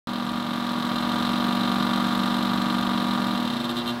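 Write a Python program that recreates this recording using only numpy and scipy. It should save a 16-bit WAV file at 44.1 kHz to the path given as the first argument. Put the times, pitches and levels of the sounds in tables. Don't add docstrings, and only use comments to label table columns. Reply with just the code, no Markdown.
import sys
import numpy as np
from scipy import signal
from scipy.fft import rfft, irfft
from scipy.io import wavfile

SR = 44100
rng = np.random.default_rng(int(sys.argv[2]) if len(sys.argv) > 2 else 0)


def unload_audio(sound):
    columns = np.transpose(np.atleast_2d(sound))
    steps = np.round(np.clip(columns, -1, 1) * 32767)
    wavfile.write(sys.argv[1], SR, steps.astype(np.int16))


N = 176400
T = np.arange(N) / SR
BUZZ_HZ = 119.947

# (time [s], speed [rev/s])
ROTOR_RPS = [(0, 37.97), (0.4, 37.26), (0.8, 37.78), (1.25, 37.51), (1.6, 35.9), (1.9, 37.13),
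             (2.15, 36.72), (2.45, 36.62), (2.75, 35.75), (3.05, 37.24), (3.35, 37.16), (3.5, 42.35),
             (3.65, 49.84), (3.8, 55.46), (4, 58.1)]
# (time [s], gain [dB])
MASTER_DB = [(.07, -4.5), (.5, -3.5), (1.25, 0), (2.1, -0.27), (3.3, -1), (4, -4)]

STEADY_ORDERS = [1, 1.5, 2, 2.5, 3, 5, 6, 8, 12]
STEADY_DB = [-45.5, -56.5, -27.5, -66.5, -52.5, -44.5, -42, -48.5, -51.5]
SIDEBAND_ORDERS = [(1, 1), (1, 2), (3, -3), (3, -2), (2, 1), (2, 2), (5, -1), (7, -1), (9, -1), (9, 1),
                   (10, -1), (12, -1), (14, -1)]
SIDEBAND_DB = [-44.5, -55.5, -57.5, -53.5, -42.5, -54, -45.5, -48.5, -59, -44.5, -44.5, -46.5, -47.5]
# (time [s], level [dB])
THROB_2_DB = [(.07, -32), (1.2, -32.5), (1.8, -29.5), (3.25, -29), (3.55, -33.5), (4, -72)]
# (time [s], level [dB])
THROB_3_DB = [(.07, -37.5), (1.2, -38.5), (2, -36.5), (3.3, -36), (3.53, -42), (3.68, -34), (3.88, -34.5),
              (4, -44)]

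# (buzz phase [cycles], beat phase [beats], width [beats], strength [dB])
KNOCK_HITS = [(.915, .72, .2, 0), (.521, .88, .17, -2), (.28, .2, .15, -8), (.66, .2, .15, -9),
              (.51, .35, .1, -9)]
# (time [s], relative level [dB])
KNOCK_FORCE_DB = [(.07, 1.5), (1.2, 2), (2, 3), (3.3, 2), (3.6, -3.5), (4, -1)]
# (buzz phase [cycles], beat phase [beats], width [beats], strength [dB])
BOUNCE_HITS = [(.915, .72, .14, 0), (.2, .85, .15, -2.5), (.36, .88, .12, -6), (.56, .95, .12, -4),
               (.84, .12, .12, -4), (.09, .18, .12, -7)]
# (time [s], relative level [dB])
BOUNCE_FORCE_DB = [(.07, 1), (1.5, 2), (2.4, 2.5), (3.4, 1), (3.78, 4.5), (3.9, 4.5), (4, -18)]
# (time [s], lag [beats])
BOUNCE_LAG_BEATS = [(.07, .1), (.4, .02), (.9, .1), (1.5, -.15), (2, 0), (2.65, -.17), (3.1, 0), (3.4, .13),
                    (3.65, .06), (3.8, .08), (4, -.03)]

# (frequency [Hz], bandwidth [Hz], gain [dB])
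PANEL_MODES = [(569, 56, 5), (806, 12, 4), (939, 40, 3.5), (1150, 20, -2.5), (1222.6, 83, 10.5),
               (1389, 43, 9), (1572, 42, 6.5), (1730, 16, -9.5), (1994, 49, -10), (2140, 38, -13)]
# (frequency [Hz], bandwidth [Hz], gain [dB])
TREBLE_MODES = [(2770, 31, 11), (3146, 55, 7), (3230, 30, 0), (3463, 79, 8), (3610, 37, 0.5),
                (3726, 20, -11.5), (3893, 37, 12), (4078, 32, 6.5), (4290, 35, -10.5), (4850, 58, -4.5),
                (5260, 59, -10.5), (5402, 41, -11)]
# (frequency [Hz], bandwidth [Hz], gain [dB])
SHIMMER_MODES = [(5930, 51, -8), (6460, 150, -2.5), (7570, 49, 4.5), (7930, 32, 6), (8280, 130, 1.5),
                 (10570, 61, 1.5), (11400, 130, 0), (11900, 71, 0), (13300, 110, -1)]
# (frequency [Hz], bandwidth [Hz], gain [dB])
CLACK_MODES, TICK_MODES = [(1127, 163, 0)], [(3665, 400, 0)]
# (frequency [Hz], gain [dB])
CHATTER_SPECTRUM = [(1500, -5.5), (2100, -6), (2400, -17), (3100, -1), (3600, 5), (4100, 11.5),
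                    (4500, -14.5), (5200, -13.5), (5700, -13.5), (7300, -13.5), (8200, -16.5), (9600, -15),
                    (10600, -14), (11400, -16.5), (12400, -16), (13300, -19), (15500, -36)]
# (frequency [Hz], gain [dB])
AIR_SPECTRUM = [(20, -20), (40, -21), (66, -3.5), (88, -14), (125, -9), (165, 1), (270, -2.5), (450, -7),
                (1100, -3.5), (2400, -16), (4000, -13.5), (6500, -29), (15000, -34.5)]


def motor_hum(beat):
    buzz = BUZZ_HZ * T
    steady = sum(tone(k * buzz, db) for k, db in zip(STEADY_ORDERS, STEADY_DB))
    sidebands = sum(tone(k * buzz + j * beat, db) for (k, j), db in zip(SIDEBAND_ORDERS, SIDEBAND_DB))
    throb = tone(2 * buzz - beat, curve(THROB_2_DB)) + tone(3 * buzz - beat, curve(THROB_3_DB))
    return steady + sidebands + throb


def housing_knocks(beat):
    force = impacts(beat, KNOCK_HITS, lean_cycles=.015) * undb(curve(KNOCK_FORCE_DB))
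    clack = ring(force, CLACK_MODES, band_hz=(475, 2310), rms_db=-35)
    panel = ring(force, PANEL_MODES, band_hz=(475, 2310), rms_db=-39.5)
    return clack + panel


def rattle(beat, wobble_db=1.5, lean_cycles=-.025):
    knocks = housing_knocks(beat)
    late_beat = beat - curve(BOUNCE_LAG_BEATS)
    turns = np.cumsum(curve(ROTOR_RPS)) / SR
    push = undb(curve(BOUNCE_FORCE_DB) + wobble_db * np.cos(2 * np.pi * turns))
    bounces = impacts(late_beat, BOUNCE_HITS, lean_cycles) * push
    tick = ring(bounces, TICK_MODES, band_hz=(2680, 4400), rms_db=-43)
    treble = ring(bounces, TREBLE_MODES, band_hz=(2680, 5600), rms_db=-40)
    jolts = impact_train(late_beat, BOUNCE_HITS[0][0], lean_cycles, beat_phase=.78, width_beats=.18)
    return firebox(knocks + tick + treble) + chatter(jolts * push)


def impacts(beat, hits, lean_cycles):
    return sum(undb(db) * impact_train(beat, buzz_phase, lean_cycles, beat_phase, width_beats)
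               for buzz_phase, beat_phase, width_beats, db in hits)


def impact_train(beat, buzz_phase, lean_cycles, beat_phase, width_beats, jitter_s=2e-5, scatter_db=1):
    cycles = np.arange(int(BUZZ_HZ * N / SR) - 1) + buzz_phase
    jitter, scatter = rng.standard_normal((len(cycles), 2)).T
    offset_beats = np.interp(cycles / BUZZ_HZ, T, beat) - beat_phase
    onset_s = (cycles + lean_cycles * np.sin(2 * np.pi * offset_beats)) / BUZZ_HZ + jitter_s * jitter
    gap = (np.sin(np.pi * offset_beats) / (np.pi * width_beats)) ** 2
    contact = np.exp(-.5 * gap ** 2)
    samples = np.clip(onset_s * SR, 0, N - 1).astype(int)
    return np.bincount(samples, contact * undb(scatter_db * scatter), N)


def chatter(jolts, rise_s=.002, floor=.2, grain_db=.5):
    age = T[:SR // 20] / rise_s
    burst = age * np.exp(-age)
    envelope = level(signal.fftconvolve(jolts, burst)[:N], 0) + floor
    noise = rng.standard_normal(N)
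    flicker = undb(-grain_db * np.repeat(rng.standard_normal(N // 32 + 1), 32)[:N])
    repeated = signal.fftconvolve(jolts, burst * rng.standard_normal(len(age)))[:N]
    clicks = level(noise * flicker * envelope, 0) + level(repeated, 0)
    shimmer = ring(clicks, SHIMMER_MODES, band_hz=(5300, 14700), rms_db=-54.5)
    return level(colour(clicks, CHATTER_SPECTRUM), -43) + shimmer


def firebox(x, t60_s=.12, wet_db=-10):
    t = T[:SR // 2]
    tail = rng.standard_normal(len(t)) * np.exp(-np.log(1000) * t / t60_s)
    tail *= undb(wet_db) / np.sqrt(np.sum(tail ** 2))
    return x + signal.fftconvolve(x, tail)[:N]


def air_rush():
    return level(colour(rng.standard_normal(N), AIR_SPECTRUM), -32.5)


def ring(x, modes, band_hz, rms_db):
    ringing = sum(undb(db) * signal.lfilter(*signal.iirpeak(hz, hz / width_hz, fs=SR), x)
                  for hz, width_hz, db in modes)
    bandpass = signal.butter(3, band_hz, "bandpass", fs=SR, output="sos")
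    return level(signal.sosfilt(bandpass, ringing), rms_db)


def colour(x, spectrum):
    hz, db = np.array(spectrum).T
    bins_hz = np.maximum(np.fft.rfftfreq(N, 1 / SR), 1)
    return irfft(rfft(x) * undb(np.interp(np.log(bins_hz), np.log(hz), db)), N)


def tone(cycles, rms_db):
    return np.sqrt(2) * undb(rms_db) * np.cos(2 * np.pi * cycles)


def curve(rows):
    return np.interp(T, *np.array(rows).T)


def level(x, rms_db):
    return x * undb(rms_db) / np.sqrt(np.mean(x ** 2))


def undb(db):
    return 10 ** (np.asarray(db) / 20)


def scene(start_s=.072, beat_zero_s=.0027):
    beat = np.cumsum(BUZZ_HZ - 2 * curve(ROTOR_RPS)) / SR
    beat -= np.interp(beat_zero_s, T, beat)
    blower = motor_hum(beat) + rattle(beat) + air_rush()
    return (blower * undb(curve(MASTER_DB)) * (T > start_s))[None]


def record(dry):
    return signal.sosfilt(signal.ellip(10, .1, 80, 15750, fs=SR, output="sos"), dry)


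dry = scene()
out = record(dry)
unload_audio(out)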